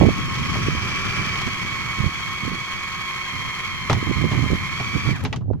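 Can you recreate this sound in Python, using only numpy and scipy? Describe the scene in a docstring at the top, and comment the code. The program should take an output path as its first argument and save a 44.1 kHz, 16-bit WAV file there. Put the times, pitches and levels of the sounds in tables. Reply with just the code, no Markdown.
"""An electric fishing reel winds in line on a small boat, close to a microphone with two ports. Its meshing
gears whine, chatter and rasp, sagging as the swell loads the line, until the power is cut, the motor runs down
and a switch latch clicks. Gusts buffet each port over a faint wash of sea. The rod knocks in its holder,
thudding through the hull and ringing the reel's frame."""
import sys
import numpy as np
from scipy import signal
from scipy.fft import rfft, irfft, next_fast_len
from scipy.io import wavfile
from scipy.ndimage import uniform_filter1d

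SR = 44100
rng = np.random.default_rng(int(sys.argv[2]) if len(sys.argv) > 2 else 0)


def unload_audio(sound):
    """Save the sound as a 16-bit wav file, at the path given as the first command line argument."""
    columns = np.transpose(np.atleast_2d(sound))
    # keep every value between -1 and 1, then stretch to whole-number steps
    steps = np.round(np.clip(columns, -1, 1) * 32767)
    wavfile.write(sys.argv[1], SR, steps.astype(np.int16))


N = 246959
TIME = np.arange(N) / SR
POWER_OFF_S, CRUISE_HZ = 5.119, 186
MESH_ORDER, WIRY_ORDER = 93 / 16, 17.8125  # an order is a multiple of the shaft rate

# The motor labours as the swell loads the line. Each row: time in seconds, shaft turns per second.
DRIVEN_SPEED = [(0, 187.3), (.47, 185.9), (.7, 192.9), (.8, 190.1), (.9, 193), (1.19, 195.1), (1.42, 185.8),
                (1.66, 187.6), (1.85, 185.6), (2.15, 187.4), (2.27, 184.9), (2.97, 187), (3.44, 179.7),
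                (3.64, 183.6), (3.9, 176.3), (4.22, 180.1), (4.59, 178.2), (4.84, 190.7), (5.12, 194.4)]
# The microphone tips towards the reel. Each row: time in seconds, tilt from 0 to 1.
MIC_TILT = [(0, 0.2), (.35, 0.38), (.7, 0.69), (1.3, 0.67), (1.6, 0.42), (1.9, 0.2), (4.6, 0.09),
            (4.9, 0.13)]
# The notes of the pinion and of the spool gear. Each row: order, relative level in dB.
PINION_TONES = [(11, -13), (12, -.7), (12.1875, -14), (12.625, -11.5), (13, -5), (14, -13), (15, -17),
                (17, -17), (22.625, -19), (23.625, -15), (24, -15.5)]
SPOOL_GEAR_TONES = [(1, -14.5), (2, -18), (4.9375, -15), (5.3125, -10), (5.8125, -2.5), (6.1875, -6),
                    (6.8125, -12), (7.1875, 3.5), (10, -17)]
# The housing lifts tones that glide across its resonances. Each row: frequency in Hz, gain in dB.
HOUSING_EQ = [(370, -1.5), (700, -24), (1080, 0.5), (1350, -23), (1550, 1), (1850, 1.5), (2130, -4),
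              (2240, -0.5), (2320, -1.5), (2480, -9), (2900, -5.5), (3220, -11), (3450, -8), (3900, -8.5),
              (4400, -4.5), (4600, -5), (6000, -24)]
# Fader rides for pinion, mesh octave, wiry overtone and whistle. Each row: time in seconds, gain in dB.
PINION_FADER = [(0, -35.5), (.42, -35), (.7, -29.5), (1.15, -28.5), (1.6, -29.5), (2.05, -34), (2.8, -34.3),
                (3.5, -34), (4.1, -33.3), (4.8, -32.5), (5.12, -30)]
OCTAVE_FADER = [(0, -51), (.45, -47), (.8, -39.5), (1.05, -34.5), (1.5, -39), (2, -44), (2.5, -48),
                (3.3, -44), (4.05, -45), (4.6, -47), (4.95, -38), (5.12, -38)]
WIRY_FADER = [(0, -57), (.47, -46), (.68, -59), (1.22, -62), (1.42, -46.5), (1.6, -49), (1.8, -58),
              (2.25, -47), (3, -50), (3.35, -46), (3.85, -45), (4.68, -50), (4.9, -65), (5.135, -62),
              (5.16, -40)]
WHISTLE_FADER = [(0, -54), (.5, -49), (1.2, -56), (1.6, -57), (2, -68), (4.2, -66), (4.9, -53)]
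# Loose teeth chatter and thinly whistle. Each row: order, width in Hz, relative level in dB.
CHATTER_BANDS = [(6.194, 200, -8), (6.841, 154, -7), (8.85, 247, -20), (10.78, 240, -9.5),
                 (11.22, 405, -13.5), (12.4, 330, -5.5), (13.9, 130, -14), (16.71, 270, -10.5),
                 (17.55, 170, -9.5), (23.6, 220, -12.5), (30.67, 220, -22), (34.9, 340, -28)]
WHISTLE_BANDS = [(29.3, 150, 2)]
# Dry rasp of teeth and running line. Each row: frequency in Hz, relative level in dB.
RASP_SPECTRUM = [(100, -1), (650, -12.5), (830, -7), (1050, 0), (1280, 3), (1420, -3), (1650, -.5),
                 (2400, 2), (2650, 1), (2860, -3.5), (3100, -1), (3300, -1.5), (3450, -6.5), (3750, -8.5),
                 (4300, -10), (5150, -13), (5700, -12.5), (6100, -14), (6600, -13), (8200, -24),
                 (10000, -28), (11600, -23.5), (15000, -41)]
# How alike the two ports sound. Each row: frequency in Hz, likeness from 0 to 1.
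PORT_LIKENESS = [(100, 0.79), (1100, 0.82), (2200, 0.41), (2700, 0.94), (3300, 0.69), (6000, 0.23),
                 (15000, 0)]
# The reel's colour at full tilt. Each row: frequency in Hz, gain in dB.
TILT_EQ = [(400, 4), (650, 1), (900, -5), (1420, -4.5), (1650, 0), (2200, -6), (2550, -1.5), (2780, 1.5),
           (3080, 1), (3400, -12.5), (3750, -5), (4350, -6), (4560, -11), (4850, 3), (5200, -3),
           (5700, -.5), (6800, -8.5), (8500, -5.5), (11500, -12)]
# The reel's stereo balance. Each row: frequency in Hz, left minus right in dB.
PORT_BALANCE = [(500, 1.5), (1080, 0.5), (1500, -2.5), (1950, -6.5), (2240, -5.8), (2700, 2.5), (2950, 2),
                (3300, 8), (3450, 9), (3750, 6), (4400, 7.5), (5000, -1), (6500, -6.5), (8000, -4),
                (9500, 0.5), (11500, -6.5), (14000, -1)]
# Sound bends around the microphone's body. Each row: frequency in Hz, left port's lead in radians.
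LEFT_LEAD = [(50, 1), (500, -0.95), (1100, 0.17), (2240, 1.2), (2650, 2.5), (3010, 4), (3250, 4),
             (3700, 2.5), (4390, 2), (6370, 2), (8100, 3), (11600, 7.5), (15000, 11)]
# The breeze lulls and picks up again. Each row: time in seconds, strength in dB.
BREEZE = [(0, -25.5), (.7, -30.5), (1.15, -31.5), (1.9, -38), (2.9, -43), (3.62, -43), (3.8, -34),
          (4.5, -30.5), (4.9, -33), (5.25, -29.5), (5.6, -31)]
# Gusts. Each row: start in seconds, length in seconds, strength in dB, port (0 left, 1 right).
GUSTS = [(0, 0.084, -11, 1), (0, 0.048, -18, 0), (0.39, .06, -23, 1), (0.483, 0.083, -25, 0),
         (0.572, 0.21, -23.5, 1), (0.647, 0.035, -23, 0), (1.054, 0.0325, -24.5, 0),
         (1.172, 0.023, -23.5, 1), (1.458, 0.027, -24.5, 1), (1.614, .03, -30.5, 0), (1.715, 0.023, -30, 1),
         (1.848, 0.026, -30, 1), (1.981, 0.027, -19.5, 1), (2.031, 0.042, -19.5, 1), (2.199, 0.15, -33, 1),
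         (2.424, 0.13, -23.5, 1), (2.74, 0.037, -35.5, 0), (2.969, 0.027, -34.5, 1), (3.331, 0.16, -31, 1),
         (3.924, 0.048, -16, 1), (4.066, 0.049, -16.5, 1), (4.156, .11, -17, 1), (4.32, 0.14, -16, 1),
         (4.5, 0.037, -13, 1), (4.504, 0.037, -22.5, 0), (4.934, 0.033, -16, 1), (5.052, 0.0758, -16, 1),
         (5.371, 0.028, -27, 1), (5.475, 0.075, -19, 1), (5.533, 0.013, -25.5, 0)]
# Low wind buffet, its brighter flutter, and the sea. Each row: frequency in Hz, relative level in dB.
BUFFET_SPECTRUM = [(15, -16), (35, -19), (60, -2.5), (100, 2.5), (150, -0.5), (250, -10.5), (400, -28.5),
                   (700, -59.5), (1500, -74), (4000, -71), (15000, -106)]
FLUTTER_SPECTRUM = [(60, -13.5), (200, 6), (330, 1.5), (500, -10), (800, -16.5), (1300, -51.5),
                    (2500, -71.5), (8000, -80)]
SEA_SPECTRUM = [(30, -24), (90, 9), (150, 16.5), (400, -12), (1000, -9), (2000, -16), (4000, -27),
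                (8000, -37), (15000, -58)]
# Slaps of wind. Each row: centre in seconds, peak in dB, half width in seconds.
WIND_SLAPS = [(0.013, 0.5, 0.00041), (0.0206, 2.5, 0.00095), (0.0268, -5, 0.00044), (0.0302, -4, 0.00051),
              (0.037, -3.5, 0.00045), (0.0507, -6.5, .0007), (.0553, -7, 0.00044), (0.069, -1.5, 0.00093),
              (.091, -6.5, 0.00045), (.686, -3.5, 0.00088), (2.007, -8.5, 0.0023), (2.067, -6, 0.0021),
              (2.48, -13.5, 0.000818), (4.029, -10, 0.0009), (4.243, -7, 0.00074), (4.533, -6.5, 0.00083),
              (4.968, -10, 0.00098), (5.092, -6.5, 0.00076), (5.504, -15.5, 0.00045),
              (5.512, -5.5, 0.00062)]
# Rod and reel knock. Each row: start in seconds, levels of hull thud, hollow clack, frame ring and
# hard tick in dB, top of the tick in Hz, the tick's t60 (time to fall 60 dB) in seconds.
ROD_KNOCKS = [(0.353, -48, -42, -48, -29, 8000, 0.045), (.555, -24, -26, -45, -34, 6000, 0.059),
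              (1.358, -36, -36, -44, -30, 4000, .02), (1.417, -48, -42, -50, -26, 11000, 0.031),
              (1.468, -33, -31, -50, -29, 8000, 0.04), (3.8976, -14, -16.5, -25, -23, 11000, 0.075),
              (3.908, -16, -22, -31, -33, 6000, .04), (3.9155, -28, -33, -40, -30, 8000, .04),
              (3.9294, -18, -21.5, -34, -20.5, 9000, 0.036), (4.314, -19.5, -30, -46, -33.5, 8000, 0.182),
              (4.8, -24.5, -24, -31, -31.5, 7000, 0.055), (5.238, -17, -53, -48.5, -38, 11000, .04),
              (5.2498, -17.5, -28, -32, -26, 5970, 0.075), (5.257, -34, -32, -37, -36, 5000, 0.053),
              (5.3276, -24.5, -31, -27, -28.5, 5730, 0.07), (5.3406, -30.5, -31, -39, -38.5, 4500, 0.04),
              (5.3608, -28, -49, -56, -33.5, 9000, 0.054), (5.41, -32.5, -40.5, -63, -59, 4000, 0.063),
              (5.533, -28.5, -38.5, -62, -56.5, 4500, 0.054)]
# A knock's hollow clack and hard tick. 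Each row: frequency in Hz, relative level in dB.
CLACK_SPECTRUM = [(100, 3.5), (300, 4), (600, 1), (880, 4), (1150, 2.5), (1500, -6.5), (2100, -28),
                  (3000, -44.5), (15000, -45.5)]
TICK_SPECTRUM = [(300, -5), (1000, 5), (1900, 6), (3200, 4), (4500, -0.5), (6500, -0.5), (8500, -15.5),
                 (11500, -18), (15000, -38)]
# Hull with holder, and the reel's frame. Each row: pitch in Hz, relative level in dB, t60 in seconds.
HULL_MODES = [(121.9, -1.5, 0.35), (138, -11, 0.19), (255.6, -8, 0.11), (421, -12, 0.095),
              (640, -34, 0.031), (871, -12.5, 0.041), (1090, -22, 0.027)]
FRAME_MODES = [(865, 1.5, 0.06), (1090, -4, 0.04), (1370, -6, 0.05), (1860, -3, 0.038), (1940, -1, 0.06),
               (2330, .5, 0.04), (2560, -4, .04), (2870, -4, 0.0356), (2930, -5.5, 0.053),
               (3354, -5.5, 0.057), (4000, -6, 0.03)]


def amp(db):
    """Decibels as a gain."""
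    return 10 ** (np.asarray(db) / 20)


def unit(x):
    """Scales to rms 1."""
    return x / np.sqrt(np.mean(abs(x) ** 2) + 1e-20)


def curve(rows):
    """A time table, at every sample."""
    return np.interp(TIME, *np.transpose(rows))


def read(points, hz):
    """A spectrum table on a log-frequency axis."""
    f, value = np.transpose(points)
    return np.interp(np.log(hz + 1), np.log(f + 1), value)


def filtered(x, response):
    """Applies a gain given as a function of frequency."""
    size = next_fast_len(x.shape[-1] + SR // 20)
    return irfft(rfft(x, size) * response(np.fft.rfftfreq(size, 1 / SR)), size)[..., :x.shape[-1]]


def equalised(x, eq):
    """Applies a table of gains in dB."""
    return filtered(x, lambda hz: amp(read(eq, hz)))


def coloured(x, spectrum):
    """Gives x a spectrum, at rms 1."""
    return unit(equalised(x, spectrum))


def waver(hz):
    """Smooth random motion of rms 1, up to about hz."""
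    return unit(filtered(rng.standard_normal(N), lambda f: 1 / (1 + (f / hz) ** 4)))


def add(mix, start_s, sound):
    """Lays a stereo sound into the mix."""
    part = mix[:, round(start_s * SR):][:, :sound.shape[1]]
    part += sound[:, :part.shape[1]]


def partly_alike(pair):
    """Two unrelated noises become what two nearby ports hear of one source."""
    same = lambda hz: np.clip(read(PORT_LIKENESS, hz), 0, 1)
    right = filtered(pair[0], same) + filtered(pair[1], lambda hz: np.sqrt(1 - same(hz) ** 2))
    return np.array([pair[0], right])


def since(start_s):
    """Seconds since a moment, zero before it."""
    return np.maximum(TIME - start_s, 0)


def slackness(unload_s=0.0085):
    """How slack the gears are: 0 under power, 1 just after it is cut."""
    return 1 - np.exp(-since(POWER_OFF_S) / unload_s)


def shaft_motion(wobble_hz=1.45, turns_per_spool_turn=40.45, coast_s=0.118):
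    """Shaft speed and turns made: the load wobbles with each spool turn; unpowered, the shaft coasts."""
    driven = curve(DRIVEN_SPEED)
    wobble = wobble_hz * np.cos(2 * np.pi * np.cumsum(driven) / SR / turns_per_spool_turn)
    speed = (driven + wobble) * np.exp(-since(POWER_OFF_S) / coast_s)
    # slack teeth rattle, which breaks up the tones
    slack_jitter = 0.022 * (1 - speed / driven) * (TIME > POWER_OFF_S) * waver(140)
    running_jitter = 0.00199 * waver(31.73)
    return speed, np.cumsum(speed * (1 + running_jitter + slack_jitter)) / SR


def part_gain(base_db, tilt_db, db_per_hz):
    """A part of the reel grows louder as the microphone tips towards it and the motor drives faster."""
    return amp(base_db + tilt_db * curve(MIC_TILT) + db_per_hz * (curve(DRIVEN_SPEED) - CRUISE_HZ))


def mesh_tones(table, turns, left_db, flutter=0.24, drift_rad=0.13):
    """Clean tones locked to the shaft, each fluttering in level and drifting between the ports."""
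    out = np.zeros((2, N))
    for order, db in table:
        angle = 2 * np.pi * (order * turns + rng.random())
        apart = drift_rad * waver(hz=5)
        out += amp(db) * (1 + flutter * waver(hz=26)) * np.cos([angle + apart, angle - apart])
    return np.sqrt(2) * out * amp([[left_db / 2], [-left_db / 2]])


def gear_whine(speed, turns, slack_db=-2.5):
    """Pinion and spool gear sing through the housing; together they add a wiry overtone."""
    pinion = amp(curve(PINION_FADER)) * mesh_tones(PINION_TONES, turns, left_db=-1.5, flutter=0.25)
    gear = mesh_tones(SPOOL_GEAR_TONES, turns, left_db=0.5, flutter=0.3)
    gear *= part_gain(base_db=-36.5, tilt_db=8, db_per_hz=0.069)
    force = speed / np.median(speed)  # teeth meet more softly as the shaft slows
    housed = equalised((pinion + gear) * force, HOUSING_EQ)
    octave = amp(curve(OCTAVE_FADER)) * mesh_tones([(2 * MESH_ORDER, 0)], turns, left_db=5)
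    wiry = mesh_tones([(WIRY_ORDER, 0)], turns, left_db=11, flutter=0.4, drift_rad=0.2)
    return (housed + octave) * amp(slack_db * slackness()) + amp(curve(WIRY_FADER)) * wiry


def tooth_pressure(turns):
    """The spool gear and an idler press the teeth together unevenly; once slack, they rattle."""
    gear_angle = 2 * np.pi * turns / 16  # one revolution in 16 shaft turns
    gear_throb = 0.018 * (np.cos(gear_angle) + np.cos(2 * gear_angle + 1))
    idler_throb = 0.0755 * np.cos(6 * gear_angle)
    lumps = 0.17 * np.tanh(waver(hz=35))
    rattle = 0.35 * slackness() * np.tanh(waver(hz=70))
    return unit(np.exp(gear_throb + idler_throb + lumps)) * np.exp(rattle)


def tooth_chatter(bands, turns):
    """Tooth impacts of uneven strength smear each mesh tone into a fuzzy band."""
    out = np.zeros((2, N))
    for order, width_hz, db in bands:
        noise = rng.standard_normal((2, 2, N))
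        uneven = filtered(noise, lambda hz: 1 / (1 + (hz / (0.5 * width_hz)) ** 3))
        angle = 2 * np.pi * order * turns
        out += amp(db) * unit(uneven[0] * np.cos(angle) + uneven[1] * np.sin(angle))
    return out


def teeth_and_line(turns, tooth_depth=0.26, grit=0.17, hiss_edge_hz=4200):
    """Each tooth scrapes as it meshes, under chatter and whistle; the running line hisses on top."""
    pulses = 1 + tooth_depth * np.cos(2 * np.pi * MESH_ORDER * turns)
    roughness = np.exp(grit * waver(hz=890))
    scrape = coloured(pulses * roughness * rng.standard_normal((2, N)), RASP_SPECTRUM)
    rasp = filtered(scrape, lambda hz: 1 / (1 + (hz / hiss_edge_hz) ** 8))
    hiss = (scrape - rasp) * part_gain(base_db=-32, tilt_db=11.3, db_per_hz=0.027)
    teeth = tooth_chatter(CHATTER_BANDS, turns) + amp(4) * rasp
    teeth *= part_gain(base_db=-38, tilt_db=8.83, db_per_hz=0.055)
    whistle = amp(curve(WHISTLE_FADER)) * tooth_chatter(WHISTLE_BANDS, turns)
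    return partly_alike(teeth + hiss + whistle)


def at_ports(sound):
    """Tilt recolours the reel, and the microphone's body shades and delays it differently per port."""
    tilt = curve(MIC_TILT)
    left, right = (1 - tilt) * sound + tilt * equalised(sound, TILT_EQ)
    lean = lambda hz: amp(read(PORT_BALANCE, hz) / 2)
    lag = lambda hz: np.exp(-1j * read(LEFT_LEAD, hz))
    return np.array([filtered(left, lean), filtered(right, lambda hz: lag(hz) / lean(hz))])


def reel(unload_db=-4, die_away_s=0.34):
    """One shaft drives whine and chatter; with the power cut they drop at once, then die away."""
    speed, turns = shaft_motion()
    whine = gear_whine(speed, turns)
    pressure = tooth_pressure(turns)
    running = whine * np.sqrt(pressure) + teeth_and_line(turns) * pressure
    run_down = amp(unload_db * slackness() - 60 * (since(POWER_OFF_S) / die_away_s) ** 2)
    return at_ports(running * run_down)


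def airflow(port, breeze_db, attack_s=0.013, release_s=0.018):
    """Strength of the wind on one port: a lumpy breeze, and gusts that rise, hold and die away."""
    power = amp(curve(BREEZE) + breeze_db + 2 * waver(hz=14)) ** 2
    for start, length, db, side in GUSTS:
        if side == port:
            attack = np.clip((TIME - start) / attack_s + 0.5, 0, 1)
            release = np.exp(-since(start + length) / release_s)
            power += (amp(db) * attack * release) ** 2
    return np.sqrt(power)


def wind(strength, buffet_db, flutter_db, steadiness=0.47, flutter_growth=0.42):
    """Eddies push on one port; strong gusts tear into a brighter flutter."""
    eddies = coloured(rng.standard_normal(N), BUFFET_SPECTRUM)
    local_power = uniform_filter1d(eddies ** 2, size=2200) + 1e-6
    buffet = unit(eddies / local_power ** (steadiness / 2))
    bursts = rng.standard_normal(N) * np.exp(0.864 * np.clip(waver(hz=140), -2, 2))
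    flutter = strength ** flutter_growth * coloured(bursts, FLUTTER_SPECTRUM)
    return strength * (amp(buffet_db) * buffet + amp(flutter_db) * flutter)


def sea(level_db=-49, swell_db=2):
    """Faint wash of water around the hull."""
    return amp(level_db + swell_db * waver(hz=3.6)) * coloured(rng.standard_normal((2, N)), SEA_SPECTRUM)


def wind_slaps():
    """Eddies break on the right port: each a quick dip of pressure and its rebound."""
    out = np.zeros((2, N))
    for centre_s, db, half_width_s in WIND_SLAPS:
        offset = np.clip((TIME - centre_s) / half_width_s, -10, 10)
        out[1] += amp(db) * (offset ** 2 - 1) * np.exp(-offset ** 2 / 2)
    return out


def rod_knocks(rise_s=0.00034, thud_rise_s=0.0024, crack_hz=4000, clack_stretch=1.4):
    """Each blow cracks on contact, thuds through the hull, rattles the holder and rings the frame."""
    out, t = np.zeros((2, N)), np.arange(SR // 3) / SR
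    decay = lambda t60: amp(-60 * t / t60)
    hull = sum(amp(db) * decay(t60) * np.sin(2 * np.pi * hz * t) for hz, db, t60 in HULL_MODES)
    thud = hull * (1 - np.exp(-t / thud_rise_s))
    crack = amp(9.5) * decay(0.0012) * np.sin(2 * np.pi * crack_hz * t)
    snap, deck_tail = 0.56 * decay(0.0037), amp(-25) * decay(0.26)
    for start, thud_db, clack_db, frame_db, tick_db, top_hz, t60 in ROD_KNOCKS:
        clack = partly_alike(coloured(rng.standard_normal((2, len(t))), CLACK_SPECTRUM))
        clack *= decay(t60 * clack_stretch) + deck_tail
        tick = partly_alike(coloured(rng.standard_normal((2, len(t))), TICK_SPECTRUM))
        tick = filtered(tick, lambda hz: 1 / np.sqrt(1 + (hz / top_hz) ** 6))
        tick *= snap + decay(t60) + deck_tail
        ring = amp(clack_db) * clack + amp(tick_db) * tick
        for hz, db, ring_s in FRAME_MODES:
            port_phases = 2 * np.pi * rng.random() + rng.standard_normal((2, 1))
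            ring += amp(frame_db + db) * decay(ring_s) * np.sin(2 * np.pi * hz * t + port_phases)
        add(out, start, amp(tick_db) * crack + amp(thud_db) * thud + ring * (1 - np.exp(-t / rise_s)))
    return out


def latch_click(start_s=5.2395, level_db=-35, t60=0.016, ring_hz=11300, half_width_hz=2200):
    """A small switch latch clicks as the reel runs down: one thin, bright snap."""
    out, t = np.zeros((2, N)), np.arange(SR // 4) / SR
    noise = rng.standard_normal((2, len(t)))
    ring = unit(filtered(noise, lambda hz: 1 / (1 + ((hz - ring_hz) / half_width_hz) ** 2)))
    add(out, start_s, ring * amp(level_db - 60 * t / t60))
    return out


def scene():
    """The reel up close, separate wind on each port, knocks on top and the sea beneath."""
    left_wind = wind(airflow(port=0, breeze_db=-0.5), buffet_db=0.5, flutter_db=2)
    right_wind = wind(airflow(port=1, breeze_db=2), buffet_db=-1, flutter_db=-0.5)
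    return reel() + np.array([left_wind, right_wind]) + wind_slaps() + rod_knocks() + latch_click() + sea()


def record(dry, cutoff_hz=15250):
    """Peaks flatten at full scale, then a steep low-pass takes off the highest treble."""
    lowpass = signal.firwin(401, cutoff_hz, window=("kaiser", 8), fs=SR)
    return signal.oaconvolve(np.clip(dry, -1, 1), lowpass[None], "same")


dry = scene()
out = record(dry)
unload_audio(out)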